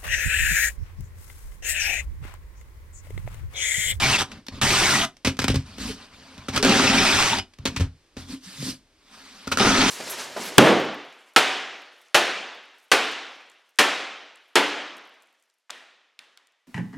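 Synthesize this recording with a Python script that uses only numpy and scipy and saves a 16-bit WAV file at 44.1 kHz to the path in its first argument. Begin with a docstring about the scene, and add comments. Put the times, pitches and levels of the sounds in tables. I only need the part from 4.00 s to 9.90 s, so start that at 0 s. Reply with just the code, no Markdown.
"""A small room with a wooden bench, where a tape gun pulls packing tape over a cardboard box.
The tape peels off its roll by stick-slip friction: fast bursts that drive the resonances of the gun,
the hollow box and the bench, while the taut span squeals. Between the pulls the blade cuts, the gun
knocks the box and a hand smooths the tape, hissing over the board and making its walls groan.
Two microphone ports listen from close above."""
import sys
import numpy as np
from scipy import signal
from scipy.fft import rfft, irfft, next_fast_len
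from scipy.io import wavfile
from scipy.ndimage import uniform_filter1d, map_coordinates

SR = 44100
rng = np.random.default_rng(int(sys.argv[2]) if len(sys.argv) > 2 else 0)


def digitize_waveform(pressure):
    """Quantize a signal to 16-bit integers and store it at the path in sys.argv[1].

    Rows of a 2-D input are taken as channels; values are limited to [-1, 1].
    """
    field = np.atleast_2d(pressure).T
    bounded = np.clip(field, -1, 1)
    quanta = np.round(bounded * 32767).astype(np.int16)
    wavfile.write(sys.argv[1], SR, quanta)


N = 260190

# spectra of the quiet room, of rubbing skin and of the tape: frequency_hz, relative_density_db
HUSH_SPECTRUM = [(15, -30), (25, 3), (170, -18), (300, -8.5), (700, -18), (4900, -19.5), (12200, -36.5),
                 (15600, -50)]
SKIN_SPECTRUM = [(240, -40.5), (400, -14), (1130, -6.5), (1360, -7.5), (1940, -9), (4650, -6.5),
                 (12000, -24.5), (15600, -32.5)]
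TAPE_SPECTRUM = [(300, -4), (600, -3.5), (900, -1), (1600, -1), (2500, -0.5), (4000, -3.5), (5800, -5.5),
                 (7500, -12), (10500, -24), (15600, -34)]
# reverberation time of the room: frequency_hz, t60_s
ROOM_DECAY = [(100, 0.26), (1000, 0.16), (10000, .13)]
# likeness of the two ports: frequency_hz, coherence_ratio
PORT_COHERENCE = [(60, .97), (300, .99), (700, .97), (1400, .9), (3100, .8), (6800, .6), (15000, .35)]
# level difference between the ports: frequency_hz, left_minus_right_db
PORT_BALANCE = [(5000, 0.37), (8000, -4), (15000, -1.5)]
# phase difference between the ports: frequency_hz, left_lead_rad
PORT_PHASE = [(400, 0), (1200, -.2), (2000, -.6), (5400, -1.1), (6550, -1.8), (7150, -3.1), (8400, -6.2),
              (13300, -8.6)]
# normal modes of the bench, the box and the gun's frame: frequency_hz, bandwidth_hz, gain_db
BENCH_MODES = [(52.7, 33, -1.5), (85.3, 28, 5), (145.2, 21, 5)]
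BOX_MODES = [(200, 60, -7), (266.3, 19.7, 3.5), (382, 66, -8.5), (511, 94, -7.5)]
FRAME_MODES = [(780, 110, -6), (1060, 160, -4), (1350, 170, 0)]
# a hand or the gun presses on the box and damps it: time_s, grip_fraction
BOX_GRIP = [(2.5, 0.9), (2.63, 0.35), (3.05, 0.14), (3.15, 0.8), (4.8, 1), (5.1, .1)]
# a box wall groans under the hand: start_s, length_s, from_hz, to_hz, level_db
WALL_GROANS = [(1.873, 0.046, 524, 398, -35), (2.563, .07, 380, 450, -32),
               (4.239, 0.086, 227.8, 260, -42.5), (4.301, 0.063, 268.4, 271, -33.5),
               (4.441, 0.058, 176.4, 185, -44.5), (4.564, 0.075, 131, 157, -31),
               (4.641, 0.074, 238, 273, -31.5)]
# hands, sleeves and gun slide on the box:
# start_s, swell_s, hold_s, hiss_db, tilt_db_per_octave, box_db, bench_db
RUB_STROKES = [(0.248, 0.037, 0.094, -52, -4.5, -44, -52), (0.485, 0.043, 0.055, -47, -3.5, -41.5, -37),
               (1.6, 0.066, 0.15, -49.5, -2, -52.5, -51), (1.744, 0.06, 0.11, -36.5, 2, -35.5, -39),
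               (1.904, 0.074, 0.075, -48.5, -3.5, -54, -62), (1.937, .2, 0.44, -51.5, -3, -55, -59.5),
               (2.492, 0.051, 0.039, -30.5, -3, -32.5, -41), (3.571, 0.02, 0.076, -63.5, -7, -51.5, -47),
               (3.667, 0.033, 0.14, -50, -4, -42, -52), (3.78, 0.021, 0.05, -59, -11, -58, -33),
               (4.144, 0.037, 0.043, -45.5, 0.5, -49, -41), (4.164, 0.15, 0.02, -41.5, 3, -38.5, -49.5),
               (4.365, 0.077, 0.16, -46.5, 4.5, -55.5, -69), (4.447, 0.18, 0.027, -39, 5.5, -45, -52),
               (4.517, 0.15, 0.036, -37.5, 6, -36, -51), (4.852, 0.29, 0.35, -49, -0.5, -60.5, -73),
               (5.471, 0.044, 0.043, -45.5, 3, -42, -43.5)]
# knocks, cuts and ticks: time_s, crack_db, box_peak_db, bench_peak_db, colour_hz, crack_t60_s
IMPACTS = [(.316, -36, -53, -52, 2850, 0.056), (0.4663, -36, -53, -68, 4840, 0.024),
           (.484, -27.5, -30, -51, 3500, 0.023), (1.168, -45, -59, -70, 6200, 0.022),
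           (1.2476, -19.5, -18.5, -23, 2370, 0.15), (1.2714, -18.5, -10.5, -19.5, 2300, 0.064),
           (1.369, -41, -41, -53, 2820, 0.051), (1.3897, -19, -18, -25, 1600, 0.072),
           (1.418, -24, -23, -25, 1840, 0.074), (1.4414, -17.5, -15, -28, 1570, 0.038),
           (1.481, -16.5, -14.5, -14.5, 2600, 0.054), (1.4985, -26.5, -11.5, -12, 3060, .12),
           (1.5416, -32, -15.5, -22, 1000, 0.22), (1.5562, -25, -20, -13, 4600, 0.043),
           (1.782, -35.5, -29.5, -44, 2500, 0.039), (2.379, -41, -38, -38, 2030, 0.04),
           (2.4841, -28.5, -20, -27, 1320, 0.094), (2.5611, -17, -35, -27, 2970, 0.056),
           (2.5758, -17, -19.5, -37, 1210, 0.041), (3.536, -49.5, -73, -70, 3580, 0.047),
           (3.5862, -43.5, -41, -30, 1030, 0.024), (3.6538, -19, -17.5, -43, 3600, 0.078),
           (3.6736, -24.5, -24, -27, 2400, 0.056), (3.7623, -24.5, -25, -23, 2545, 0.086),
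           (3.797, -32, -22, -13.5, 1620, 0.12), (3.808, -31.5, -18.5, -12.5, 1020, 0.093),
           (4.167, -40, -27, -39, 1020, 0.12), (4.625, -44, -26, -39, 600, 0.056),
           (5.472, -34.5, -22, -30, 1290, 0.081), (5.4769, -27, -42, -37, 1320, 0.013),
           (5.516, -21, -44, -45, 1490, 0.073), (5.523, -20, -29, -47, 1390, 0.074),
           (5.5727, -17.5, -22, -35, 1270, 0.04), (5.5843, -17.5, -25, -35, 1270, 0.039)]
# the roll squeaks as it stops: time_s, pitch_hz, level_db
ROLL_SQUEAK = [(1.03, 686, -29.5), (1.08, 651, -47.5), (1.17, 740, -88)]
# the free span of tape sings for a moment; the last three rows are the gun frame's top mode ringing near 1.3
# kHz in the last pull: centre_s, pitch_hz, length_s, level_db
SPAN_SQUEALS = [(.05, 2300, 0.092, -29), (.14, 2670, 0.038, -27), (.665, 1920, .03, -27),
                (.79, 1476, 0.061, -32), (.855, 2150, .04, -27), (.91, 1380, .07, -32),
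                (.96, 1908, .04, -28), (2.88, 2626, .1, -30.5), (3.0, 2510, 0.11, -30),
                (3.08, 2420, 0.068, -29.5), (3.2, 2610, .13, -35), (5.63, 1290, .055, -27),
                (5.69, 1426, 0.054, -28.5), (5.74, 1327, 0.078, -26.5)]
# how the glue lets go: time_s, slips_per_s, distinct_slip_fraction, sizzle_re_peel_db
GLUE_SLIPS = [(0, 230, 0.33, -17), (1.05, 272, 0, -13.5), (2.63, 180, 0.66, -15), (2.72, 237, 0.1, -37.5),
              (3.29, 200, 0.16, -21.5), (3.33, 72, 0.14, -30), (3.4, 70, 0.68, -20), (5.6, 200, 0, -50)]
# the tape catches for a moment: centre_s, half_width_s, drop_db
TAPE_CATCHES = [(0.176, 0.0067, 10.5)]
# one list of rows for each pull: time_s, peel_db, box_re_peel_db, bench_re_peel_db, frame_re_peel_db
TAPE_PULLS = [
    [(0.0, -22, -7, -9.5, -27), (0.216, -23, -9.5, -9.5, -27), (0.235, -32.5, -11.5, -26, -19)],
    [(0.614, -22.5, -7, -7, -49.5), (.8, -21, -12.5, -19.5, -35), (0.958, -21.5, -5.5, -30, -23),
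     (1.055, -28, -0.5, -9.5, -14)],
    [(2.627, -21, 5, -13.5, -15.5), (2.671, -20, 0, -35, -14), (3.02, -20, -5.5, -32.5, -13.5),
     (3.239, -19.5, -16, -33, -39), (3.4, -25.5, 3.5, -3.5, -26)],
    [(5.596, -19, 0, -14.5, -14), (5.76, -21, -3.5, -16, -20), (5.855, -20, -1.5, -29, -11),
     (5.9, -19.5, -4.5, -7.5, -18)],
]


def amp(db):
    """Amplitude ratio of a level in decibels."""
    return 10 ** (np.asarray(db) / 20)


def unit(x):
    """Normalisation to an rms of 1."""
    return x / np.sqrt(np.mean(x ** 2) + 1e-20)


def along(points, hz):
    """Interpolation of (frequency_hz, value) points on a logarithmic frequency axis."""
    f, v = np.transpose(points)
    return np.interp(np.log(hz + 1), np.log(f + 1), v)


def curves(rows):
    """Linear interpolation in time: one value per sample for each column after the first."""
    times, *columns = np.transpose(rows)
    return [np.interp(np.arange(N) / SR, times, column) for column in columns]


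def during(tables, fade_s):
    """A time window: 1 while any table lasts, with linear edges."""
    t = np.arange(N) / SR
    edge = lambda u: np.clip(u / fade_s + .5, 0, 1)
    return sum(edge(t - rows[0][0]) * edge(rows[-1][0] - t) for rows in tables)


def wobble(rate_hz):
    """Random modulation: a spline through rate_hz Gaussian values a second."""
    knots = rng.standard_normal(int(N * rate_hz / SR) + 4)
    return map_coordinates(knots, [np.arange(N) * rate_hz / SR])


def filtered(x, response):
    """Linear filtering: the spectrum of x times a complex frequency response."""
    size = next_fast_len(x.shape[-1] + 8192)
    return irfft(rfft(x, size) * response(np.fft.rfftfreq(size, 1 / SR)), size)[..., :x.shape[-1]]


def patchy_noise(depth_db):
    """Comodulation: two independent noises share patches of random gain in time and frequency."""
    spectra = signal.stft(rng.standard_normal((2, N)), nperseg=256)[2]
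    patches = uniform_filter1d(rng.standard_normal(spectra.shape[1:]), size=3, axis=0)
    patches = unit(uniform_filter1d(patches, size=8, axis=1))
    return unit(signal.istft(spectra * amp(depth_db * patches), nperseg=256)[1][:, :N])


def room_hush():
    """Ambient noise: steady and random, strongest in the deep bass."""
    return unit(filtered(rng.standard_normal((2, N)), lambda f: amp(along(HUSH_SPECTRUM, f))))


def reverberation(x):
    """Wall absorption: the diffuse field decays exponentially, each frequency at its own rate."""
    hz, t, spectra = signal.stft(rng.standard_normal((2, SR // 2)), SR, nperseg=256)
    tail = signal.istft(spectra * amp(-60 * t / along(ROOM_DECAY, hz)[:, None]), SR, nperseg=256)[1]
    delayed = np.pad(x, ((0, 0), (200, 0)))
    return signal.fftconvolve(delayed, tail / np.linalg.norm(tail[0]), axes=1)[:, :N]


def ports(pair):
    """Partial coherence: mid and side become left and right, alike in the bass, apart in the treble."""
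    angle = lambda f: np.arccos(np.clip(along(PORT_COHERENCE, f), -1, 1)) / 2
    mid, side = filtered(pair, lambda f: np.array([np.cos(angle(f)), np.sin(angle(f))]))
    left = lambda f: amp(along(PORT_BALANCE, f) / 2) * np.exp(.5j * along(PORT_PHASE, f))
    return filtered(np.array([mid + side, mid - side]), lambda f: np.array([left(f), 1 / left(f)]))


def resonances(modes):
    """Modal superposition: the frequency response of damped oscillators, alternating in sign."""
    return lambda f: sum((-1) ** k * amp(db) * 1j * f * width / (hz * hz - f * f + 1j * f * width)
                         for k, (hz, width, db) in enumerate(modes))


def softly_driven(modes, cutoff_hz):
    """A compliant contact is a low-pass filter: it feeds the modes little above the cutoff."""
    return lambda f: resonances(modes)(f) / (1 + 1j * f / cutoff_hz) ** 2


def box_vibration(force, cutoff_hz, grip, widening=2.92):
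    """Damping broadens and lowers resonances: the box rings when free and is dull when gripped."""
    damped = [(hz, width * widening, db - 10 * np.log10(widening)) for hz, width, db in BOX_MODES]
    free = filtered(force * (1 - grip), softly_driven(BOX_MODES, cutoff_hz))
    return free + filtered(force * grip, softly_driven(damped, cutoff_hz))


def wall_groans():
    """Frequency modulation: a box wall's unsteady tone glides with the pressure of the hand."""
    t, out = np.arange(SR // 8) / SR, np.zeros((2, N))
    unsteady = 1 + .02 * wobble(70)
    for start_s, length_s, from_hz, to_hz, db in WALL_GROANS:
        span = slice(round(start_s * SR), round(start_s * SR) + len(t))
        progress = np.clip(t / length_s, 0, 1)
        phase = 2 * np.pi * np.cumsum((from_hz + (to_hz - from_hz) * progress) * unsteady[span]) / SR
        out[0, span] += amp(db) * np.sqrt(2) * np.sin(np.pi * progress ** 1.8) ** 2 * np.sin(phase)
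    return out


def stroke_envelope(tops_db, swell_db=39.5, lift_db_per_s=358.5):
    """Incoherent sources add in power: each stroke swells, holds and dies as the hand lifts."""
    t, power = np.arange(0, N + 64, 64) / SR, 0
    for (start_s, swell_s, hold_s, *_), top_db in zip(RUB_STROKES, tops_db):
        full_s = start_s + swell_s
        rise_db = swell_db * np.clip(full_s - t, 0, 9) / swell_s
        fall_db = lift_db_per_s * np.clip(t - full_s - hold_s, 0, 1)
        power = power + amp(top_db - rise_db - fall_db) ** 2
    return np.interp(np.arange(N) / SR, t, np.sqrt(power))


def rubbing():
    """Sliding friction: skin and cloth on board make a grainy hiss; box and bench murmur below."""
    hiss_db, tilt, box_db, bench_db = np.transpose(RUB_STROKES)[3:]
    grains = patchy_noise(depth_db=2.5) * amp(0.88 * wobble(400))
    below = lambda hz: filtered(grains, lambda f: amp(along(SKIN_SPECTRUM, f)) / (1 + (f / hz) ** 2))
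    low, mid, high = np.diff([below(edge_hz) for edge_hz in (1e-9, 1800, 5500, SR)], axis=0)
    lean_db = 1.5 * tilt  # bands 1.5 octaves apart; a faster stroke leans to the upper ones
    hiss = stroke_envelope(hiss_db - lean_db) * low + stroke_envelope(hiss_db) * mid
    hiss += stroke_envelope(hiss_db + lean_db) * high
    box = unit(box_vibration(rng.standard_normal((2, N)), cutoff_hz=265, grip=curves(BOX_GRIP)[0]))
    bench = unit(filtered(rng.standard_normal((2, N)), softly_driven(BENCH_MODES, cutoff_hz=70)))
    murmur = stroke_envelope(box_db) * box + stroke_envelope(bench_db) * bench
    return hiss / np.std(low + mid + high) + murmur


def struck(blows, body):
    """Impulse response: a body's answer to blows, scaled so that a blow of 1 peaks at 1."""
    return body(blows) / np.abs(body(signal.unit_impulse(SR))).max()


def crack(colour_hz, t60_s, tick_db=-12.5, tick_t60_s=0.0079):
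    """An impact transient: a bright tick opens a rattling noise burst that decays exponentially."""
    t = np.arange(SR // 4) / SR
    peak = resonances([(colour_hz, .4 * colour_hz, 0)])
    colour = lambda f: amp(along(TAPE_SPECTRUM, f)) * (1 + f / 9000 + 0.61 * peak(f))
    rattle = amp(2.8 * np.repeat(rng.standard_normal(len(t) // 64 + 1), 64)[:len(t)])
    burst = unit(filtered(rng.standard_normal((2, len(t))), colour)) * rattle
    envelope = (1 - np.exp(-t / (0.007 * t60_s))) * amp(-60 * t / t60_s)
    envelope /= envelope.max()
    tick = amp(tick_db - 60 * t / tick_t60_s) * np.diff(rng.standard_normal((2, len(t) + 1)))
    sound = envelope * burst + tick
    return sound * np.linalg.norm(envelope) / np.linalg.norm(sound[0])


def knocks(bench_lag_s=.006, clack_db=4, clack_hz=1340, clack_db_per_octave=45):
    """Impulsive excitation: each contact cracks and rings frame and box; the bench gives way later."""
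    cracks = np.zeros((2, N + SR))
    box, bench, frame = np.zeros((3, 2, N))
    for time_s, crack_db, box_db, bench_db, colour_hz, t60_s in IMPACTS:
        onset, sound = round(time_s * SR), crack(colour_hz, t60_s)
        cracks[:, onset:onset + sound.shape[1]] += amp(crack_db) * sound
        box[0, onset] = amp(box_db)
        bench[0, onset + round(bench_lag_s * SR)] = amp(bench_db)
        # the nearer a knock's colour is to the frame's top mode, the more that mode rings
        octaves_off = abs(np.log2(colour_hz / clack_hz))
        frame[0, onset] = amp(crack_db + clack_db - clack_db_per_octave * octaves_off)
    clack = struck(frame, lambda x: filtered(x, lambda f: resonances(FRAME_MODES[-1:])(f) ** 2))
    thud = struck(box, lambda x: box_vibration(x, cutoff_hz=660, grip=0.55))
    rumble = struck(bench, lambda x: filtered(x, softly_driven(BENCH_MODES, cutoff_hz=256.5)))
    return cracks[:, :N] + clack + thud + rumble


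def roll_squeak():
    """Frequency modulation: the stopping roll gives a short gliding tone, slightly unsteady."""
    hz, db = curves(ROLL_SQUEAK)
    tone = np.sqrt(2) * np.sin(2 * np.pi * np.cumsum(hz * (1 + 0.027 * wobble(73.8))) / SR)
    return [[1], [0]] * during([ROLL_SQUEAK], fade_s=0.013) * amp(db) * tone


def tape_squeals(faint_count=250, waver_fraction=.05):
    """Vibration under tension: the taut span sings brief wavering tones, some clear and many faint."""
    when, pitch, length, level = rng.random((faint_count, 4)).T
    faint = np.c_[when * N / SR, 900 * 7 ** pitch, .012 + .025 * length, -38 + 6 * level]
    out, margin = np.zeros(N + SR), SR // 2
    waver = waver_fraction * unit(uniform_filter1d(rng.standard_normal(N + SR), size=80))
    for centre_s, hz, length_s, db in np.r_[SPAN_SQUEALS, faint]:
        centre, half = margin + round(centre_s * SR), round(length_s * SR)
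        span, t = slice(centre - half, centre + half), np.arange(-half, half) / SR
        glide_hz = hz * (1 - rng.normal(0.145, .4) * t + waver[span])
        tone = np.sin(2 * np.pi * (np.cumsum(glide_hz) / SR + rng.random()))
        out[span] += amp(db) * np.sqrt(2) * np.exp(-(2 * t / length_s) ** 2) * tone
    return out[margin:][:N] * amp(4.24 * wobble(120))


def slip_force(slips_per_s, distinct, first_slip_db=1.5, decay_s=0.0025, snap=0.99):
    """Stick-slip friction: the glue holds and lets go in snaps and bursts, or blurs into noise."""
    cycles = np.cumsum(slips_per_s * amp(1.5 * wobble(60))) / SR
    slips = np.flatnonzero(np.diff(np.floor(cycles)))
    kicks = np.zeros(N)
    kicks[slips] = amp(5.3 * rng.standard_normal(N)[slips])
    kicks[[round(pull[0][0] * SR) for pull in TAPE_PULLS]] = amp(first_slip_db)
    bursts = unit(signal.lfilter([1], [1, -np.exp(-1 / (decay_s * SR))], kicks))
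    grains = patchy_noise(depth_db=2.0) * amp(1.5 * wobble(1500))
    return unit(grains * (1 - distinct + distinct * bursts) + [[snap], [0]] * distinct * unit(kicks))


def tape_peel(box_cutoff_hz=1500, sizzle_hz=8500):
    """Forced vibration: the slipping glue drives tape, bench, frame and box while the span squeals."""
    t = np.arange(N) / SR
    peel_db, box_db, bench_db, frame_db = curves(sum(TAPE_PULLS, []))
    slips_per_s, distinct, sizzle_db = curves(GLUE_SLIPS)
    pulling = during(TAPE_PULLS, fade_s=0.00054)
    caught_db = sum(db * np.exp(-((t - centre_s) / width_s) ** 2)
                    for centre_s, width_s, db in TAPE_CATCHES)
    force = slip_force(slips_per_s, distinct) * pulling * amp(peel_db - caught_db + 0.54 * wobble(25))
    tape = lambda f: amp(along(TAPE_SPECTRUM, f))
    sizzle = lambda f: tape(f) * (f / sizzle_hz) ** 4 / (1 + (f / sizzle_hz) ** 4)
    bench, frame = softly_driven(BENCH_MODES, cutoff_hz=155), resonances(FRAME_MODES)
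    paths = [(tape, 0), (sizzle, sizzle_db), (bench, bench_db), (frame, frame_db)]
    rms_gain = lambda response: np.sqrt(np.mean(np.abs(response(np.arange(SR / 2))) ** 2))
    rasp = sum(filtered(force * amp(db), response) / rms_gain(response) for response, db in paths)
    drumming = box_vibration(force * amp(box_db), box_cutoff_hz, grip=curves(BOX_GRIP)[0])
    drumming /= rms_gain(softly_driven(BOX_MODES, box_cutoff_hz))
    tautness = pulling * np.minimum(amp(peel_db + 23.5), 1) ** 2  # squeals die as the pull slackens
    return rasp + drumming + [[1.4], [.5]] * tautness * tape_squeals()


def scene():
    """Superposition: direct sound, reverberation and the room's hush add at the two ports."""
    direct = tape_peel() + rubbing() + knocks() + roll_squeak() + wall_groans()
    hush = amp(-63) * room_hush()
    return ports(direct + amp(-9.5) * reverberation(direct) + hush)


def record(dry, ceiling=.62, top_hz=15741):
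    """Soft saturation rounds the loudest peaks; a low-pass filter then limits the band."""
    rounded = dry / (1 + np.abs(dry / ceiling) ** 4) ** (1 / 4)
    return filtered(rounded, lambda hz: np.clip((top_hz - hz) / 500, 0, 1))


dry = scene()
out = record(dry)
digitize_waveform(out)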